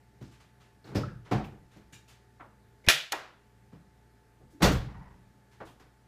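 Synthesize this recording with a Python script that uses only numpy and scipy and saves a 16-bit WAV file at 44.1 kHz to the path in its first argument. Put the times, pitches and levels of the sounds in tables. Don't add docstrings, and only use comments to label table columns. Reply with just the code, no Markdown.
import sys
import numpy as np
from scipy import signal
from scipy.fft import rfft, irfft, next_fast_len
from scipy.io import wavfile
from scipy.ndimage import uniform_filter1d, map_coordinates

SR = 44100
rng = np.random.default_rng(int(sys.argv[2]) if len(sys.argv) > 2 else 0)


def elevation(decibels):
    levels = np.asarray(decibels, float)
    return 10 ** (levels / 20)


def output_pcm(signal):
    pcm = np.clip(np.atleast_2d(signal).T, -1, 1) * 32767
    wavfile.write(sys.argv[1], SR, np.round(pcm).astype(np.int16))


N = 267775
SPAN = SR

# f/Hz, fall by 60 dB/s
WALLS = [(40, 0.91), (150, 0.43), (400, 0.35), (1500, 0.4), (4000, 0.38), (12000, .27)]
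# f/Hz, level/dB, wander/Hz
HUM = [(60.2, -67, 1.3), (118.6, -68, 2.2), (204, -76.5, 5), (405, -78.5, 2.4), (722, -84, 7.1),
       (876, -76, 0.45), (1724, -86, 3)]
# f/Hz, level per Hz/dB
AIR = [(15, -36), (25, -12), (120, -2), (166, -5.5), (317, -10.5), (405, -10.5), (591, -17.5), (796, -18.5),
       (863, -15), (988, -22), (1740, -18.5), (2760, -28), (12900, -33.5), (14800, -37.5), (16000, -48)]
# t/s, clatter level/dB, hardness/dB per octave, boom over clatter/dB, contact/s
BUMPS = [(.208, -57, -2, 14.5, 0.028), (.84, -55.5, -2.5, 6.5, 0.064), (.88, -54, -3.5, 8.5, 0.068),
         (.915, -52.5, -7, 9.5, 0.048), (.947, -37.5, -2, 13, 0.038), (1.311, -29.5, -5, 3, 0.024),
         (1.345, -42.5, -6, 14.5, 0.024), (1.438, -61.5, 3, 15, 0.026), (1.52, -51.5, -11, -8, 0.042),
         (1.76, -61.5, -1.5, 9.5, 0.028), (1.92, -62, 21, 9.5, 0.022), (2.398, -54.5, -9, -7, .05),
         (3.718, -59, -4.5, -2, 0.05), (4.40, -56, -12, 0, 0.06), (5.601, -46, -7, -10, 0.024),
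         (5.655, -58, -16, -17, .0097), (5.797, -58, -2.5, -3, 0.015)]
# f/Hz, width/Hz, level/dB
PANEL = [(55, 19.9, -13), (89, 23, -9.5), (130, 38, -2.5), (209, 18, -4), (311.2, 58, -8)]
# f/Hz, level per Hz/dB
BODY = [(150, -20), (300, 3), (800, 1.5), (1500, 0.5), (3000, -4.5), (5000, -5.5), (7000, -9),
        (9000, -13.5), (15000, -12.5)]
# t/s, level/dB, f/Hz, contact/s
BRACKETS = [(.842, -62, 4300, .004), (.876, -64, 3960, .006), (.954, -46, 5070, 0.023),
            (.948, -34, 129, 0.038), (.952, -38, 343, 0.044), (1.033, -39.5, 1300, 0.009),
            (1.315, -33, 304, 0.021), (1.34, -39.5, 212, 0.056), (1.076, -52.5, 1590, .02),
            (1.313, -32.5, 773, .025), (2.84, -58, 2100, .014), (2.87, -37, 2500, .025),
            (2.914, -41.5, 149.8, .03), (4.525, -55, 300, .06), (4.63, -33, 6300, .038),
            (4.632, -30, 3480, .03), (4.685, -26, 130, 0.028), (4.9, -49, 185, .25)]
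# t/s, level/dB, f/Hz, contact/s
HANDLES = [
    (.209, -53, 260, 0.023),
    (.95, -40, 510, 0.1),
    (1.44, -53, 2520, 0.012),
    (2.899, -23, 3300, 0.09),
    (3.721, -49, 179, 0.018),
    (4.633, -23.5, 527, 0.039),
    (5.664, -64.5, 3180, .04),
]
# t/s, level/dB, f/Hz, contact/s
COVERS = [
    (.225, -68.5, 4960, 0.096),
    (2.395, -48, 950, .045),
    (3.127, -23, 1044, 0.016),
    (5.602, -45, 900, 0.023),
]
# t/s, level/dB, brightness/dB per octave, stroke/s
SCUFFS = [(0.3094, -60, 0.5, 0.05), (0.3975, -58, -1.5, 0.019), (0.5989, -59, -2, 0.043),
          (0.6498, -68.5, -1, 0.034), (1.246, -51.5, -5, 0.052), (1.7096, -61.5, -1, 0.056),
          (1.9235, -52.5, 2.5, 0.017), (2.076, -55.5, 1.5, 0.056), (4.4992, -66.5, 6.5, 0.054),
          (5.5102, -61.5, -0.5, 0.05), (5.6497, -59.5, 3, 0.028), (5.6794, -64.5, 12, 0.05)]
# f/Hz, level per Hz/dB
SCRAPE = [(300, -10.5), (700, -0.5), (2000, -1), (3000, -2.5), (4500, -5.5), (7000, -7.5), (9000, -11),
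          (15000, -18)]
# f/Hz, width/Hz, level/dB
TOOL = [(1700, 60, -3), (2380, 60, -2), (2820, 50, 0.5), (3760, 60, -3), (5830, 52, -4), (6853, 70, -2),
        (7500, 80, -6), (8882, 80, -12)]
# t/s, level/dB, ring over level/dB, crack/s, wall answer/dB
LATCH = [
    (2.839, -59.5, -10.5, 0.0078, 5.5),
    (2.8641, -39.5, -13, 0.0025, 0),
    (2.886, -7, -5, 0.00092, -2),
    (2.899, -12.5, 1.5, 0.0057, -15),
    (3.115, -39.5, -17, 0.0019, -6),
    (3.1209, -13, -8, 0.0022, -16.5),
    (3.125, -19.5, -31, 0.0019, -7),
]
# f/Hz, level/dB, fall by 60 dB/s
STEEL = [(665, -7.5, 0.14), (1373, -8, .1), (1588, -5.5, .12), (1750, -4, 0.08), (1908, -3.5, 0.18),
         (2430, 3, 0.1), (2820, -6, .1), (3364, -4, .12), (3537, -6.5, .12), (3730, -5, .09),
         (4070, -8, 0.086), (5820, -8.5, 0.024), (6780, -10.5, 0.078)]
# f/Hz, level per Hz/dB
CRACK = [(150, -41), (350, -12.5), (650, -7), (1100, -12), (1600, -3.5), (2300, -2.5), (3700, -5.5),
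         (6000, -7.5), (8500, -12.5), (14500, -15), (16000, -23.5)]
# t/s, level/dB, width/s
SHOVE = [
    (2.879, -14.5, 0.0031),
    (2.89, -27.5, 0.0082),
]
# t/s, clatter level/dB, hardness/dB per octave, boom over clatter/dB, contact/s
DOOR = [
    (4.603, -33.5, -6, -0.5, 0.053),
    (4.62, -20, -1, 4.5, .035),
    (4.643, -22, -2.5, 5, .025),
    (4.685, -36.5, -3, 15.5, 0.039),
    (4.705, -32.5, -9, 3, 0.019),
    (4.719, -36, 4.5, -5, .003),
    (4.8, -55, -3, 12, 0.36),
]
# f/Hz, width/Hz, level/dB
CABIN = [(49.6, 23, -7), (79, 15, -8), (121.7, 23, -1.5), (189, 73, -9), (300, 49, -10)]
# t/s, level/dB
TRIM = [
    (4.88, -45.5),
    (4.94, -45),
    (4.995, -48.5),
    (5.015, -54),
    (5.055, -52.5),
    (5.105, -55.5),
    (5.18, -67),
]
# f/Hz, width/Hz, level/dB
TRIM_MODES = [(900, 155, 6.5), (1540, 136, -3), (1888, 160, 0)]
# t/s, depth/dB
DUCKS = [
    (2.886, -9.5),
    (4.622, -4),
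]


def unit(x):
    return x / np.sqrt(np.mean(x ** 2) + 1e-20)


def loudest(x):
    return x / np.sqrt(np.abs(uniform_filter1d(x ** 2, SR // 100)).max() + 1e-20)


def along(points, hz):
    f, v = np.transpose(points)
    return np.interp(np.log(hz + 1), np.log(f + 1), v)


def wobble(rate, size):
    knots = rng.standard_normal(int(size * rate / SR) + 4)
    return map_coordinates(knots, [np.arange(size) * rate / SR])


def filtered(x, response):
    m = next_fast_len(len(x) + SR // 4)
    return irfft(rfft(x, m) * response(np.fft.rfftfreq(m, 1 / SR)), m)[:len(x)]


def resonances(modes):
    def response(f):
        total = 0
        for k, (hz, width, db) in enumerate(modes):
            total = total + (-1) ** k * elevation(db) * 1j * f * width / (hz * hz - f * f + 1j * f * width)
        return total
    return response


def sloped(points, tilt_db):
    return lambda f: elevation(along(points, f) + tilt_db * np.log2((f + 50) / 3000))


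def add(out, s, x):
    out[round(s * SR):][:len(x)] += x


def contact(length, lumps_db):
    u = np.arange(SPAN) / SR / max(length, .001)
    lumps = elevation(lumps_db * wobble(253, size=SPAN))
    return u * np.exp(-u) * lumps * rng.standard_normal(SPAN)


def tail(delay=0.005):
    hz, t, z = signal.stft(rng.standard_normal(SPAN), SR, nperseg=512)
    fade = elevation(-60 * t / along(WALLS, hz)[:, None])
    x = signal.istft(z * fade, SR, nperseg=512)[1][:SPAN]
    x = x * (1 - np.exp(-np.arange(SPAN) / SR / delay))
    return x / np.linalg.norm(x)


def heard(length, lumps_db, wet_db):
    force = contact(length / 3, lumps_db)
    return force + elevation(wet_db) * np.linalg.norm(force) * tail(delay=0.001 + 0.25 * length)


def body_blows(table, panel, wet_db):
    def boom_response(f):
        return resonances(panel)(f) / (1 + 1j * f / 350)

    out = np.zeros(N + SPAN)
    for s, db, tilt_db, boom_db, length in table:
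        force = heard(length, lumps_db=3.5, wet_db=wet_db)
        push = heard(length, lumps_db=2.0, wet_db=wet_db - 3.5)
        push[round(.2 * length * SR)] += 0.63 * np.linalg.norm(push)
        boom = loudest(filtered(push, boom_response))
        clatter = loudest(filtered(force, sloped(BODY, tilt_db)))
        add(out, s, elevation(db) * (elevation(boom_db) * boom + clatter))
    return out[:N]


def garage():
    z = signal.stft(rng.standard_normal(N + 512), nperseg=512)[2]
    patches = uniform_filter1d(uniform_filter1d(rng.standard_normal(z.shape), 6, 0), 10, 1)
    noise = signal.istft(z * elevation(0.93 * unit(patches)), nperseg=512)[1][:N]
    out = elevation(-65.5) * unit(filtered(noise, lambda f: elevation(along(AIR, f))))
    for hz, db, wander in HUM:
        level_db = db + 3.5 + np.minimum(wander, 2.5) * wobble(5.2, size=N)
        turns = np.cumsum(hz + wander * wobble(12, size=N)) / SR
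        out = out + elevation(level_db) * np.sin(2 * np.pi * turns)
    return out


def body_bumps():
    return body_blows(BUMPS, PANEL, wet_db=3.5)


def knocks(table, spread, wet_db):
    out = np.zeros(N + SPAN)
    for s, db, hz, length in table:
        width = spread * hz
        band = resonances([(hz, width, 0)])
        force = heard(length, lumps_db=2.5, wet_db=wet_db)
        knock = filtered(force, lambda f: band(f) ** 2 / (1 + 1j * f / (hz + 1.2 * width)) ** 2)
        add(out, s, elevation(db) * loudest(knock))
    return out[:N]


def small_parts():
    brackets = knocks(BRACKETS, spread=0.18, wet_db=-4.5)
    handles = knocks(HANDLES, spread=0.54, wet_db=-3)
    covers = knocks(COVERS, spread=1.2, wet_db=-4.5)
    return brackets + handles + covers


def scuffs():
    out = np.zeros(N + SPAN)
    for s, db, tilt_db, length in SCUFFS:
        stroke = heard(length, lumps_db=-7.5, wet_db=13)
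        add(out, s, elevation(db - 3.5) * loudest(filtered(stroke, sloped(SCRAPE, tilt_db))))
    return out[:N]


def tool_clink():
    out = np.zeros(N + SPAN)
    shake = heard(0.034, lumps_db=3, wet_db=-5)
    add(out, 1.924, elevation(-53.5) * loudest(filtered(shake, resonances(TOOL))))
    return out[:N]


def steel_ring():
    t = np.arange(SPAN) / SR
    ring = 0
    for hz, db, t60 in STEEL:
        level_db = db + 3.5 * rng.uniform(-1, 1)
        ring = ring + elevation(level_db - 60 * t / t60) * np.sin(2 * np.pi * hz * t)
    return ring


def latch():
    out = np.zeros(N + SPAN)
    for s, db, ring_db, length, wet_db in LATCH:
        tilt_db = 2.16 + .16 * db + .2 * ring_db
        ring = steel_ring()
        crack = filtered(contact(length, lumps_db=4), sloped(CRACK, 0))
        answer = loudest(filtered(tail(), sloped(CRACK, tilt_db)))
        ring_echo = signal.fftconvolve(ring, tail())[:SPAN]
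        ring_echo = filtered(ring_echo, sloped([(250, -51.5), (500, -0.5)], tilt_db))
        answer += elevation(ring_db - 2.5) * loudest(ring_echo)
        sound = loudest(crack) + elevation(ring_db) * loudest(ring) + elevation(wet_db) * loudest(answer)
        add(out, s, elevation(db - 5.5) * sound)
    for s, db, width in SHOVE:
        out[:N] -= elevation(db) * np.exp(-np.abs(np.arange(N) / SR - s) / (0.44 * width))
    return filtered(out[:N], lambda f: elevation(-8 * np.exp(-((f - 8610) / 220) ** 2)))


def door_shuts():
    return body_blows(DOOR, CABIN, wet_db=3)


def trim_rattle():
    out = np.zeros(N + SPAN)
    modes = resonances(TRIM_MODES)
    for s, db in TRIM:
        tap = heard(0.03, lumps_db=1.5, wet_db=0)
        rattle = filtered(tap, lambda f: modes(f) / (1 + (f / 2500) ** 4))
        add(out, s, elevation(db - 6.5) * loudest(rattle))
    return out[:N]


def scene():
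    mix = garage() + body_bumps() + small_parts() + scuffs() + tool_clink()
    mix = mix + latch() + door_shuts() + trim_rattle()
    return mix[None]


def ducking():
    fall_s, hold_s, recover_s, rest_db = .02, 0.22, 0.32, 0.77
    events = np.array(DUCKS)
    since = np.arange(N) / SR - events[:, :1]
    drop = 1 - np.exp(-np.maximum(since, 0) / fall_s)
    climb = np.clip(1 - (since - hold_s) / recover_s, 0, 1)
    return elevation(rest_db + events[:, 1] @ (drop * climb))


def band_limit(x):
    return signal.sosfilt(signal.butter(12, 16520, fs=SR, output="sos"), x)


def record(dry):
    x = filtered(dry[0], resonances([(736.4, 13000, 0.0066)]))
    x = filtered(x, lambda f: elevation(-30 / (1 + np.exp((15500 - f) / 120))))
    x = x * ducking()
    x = x / (1 + np.abs(x / .72) ** 6) ** (1 / 6)
    return band_limit(x[None])


dry = scene()
out = record(dry)
output_pcm(out)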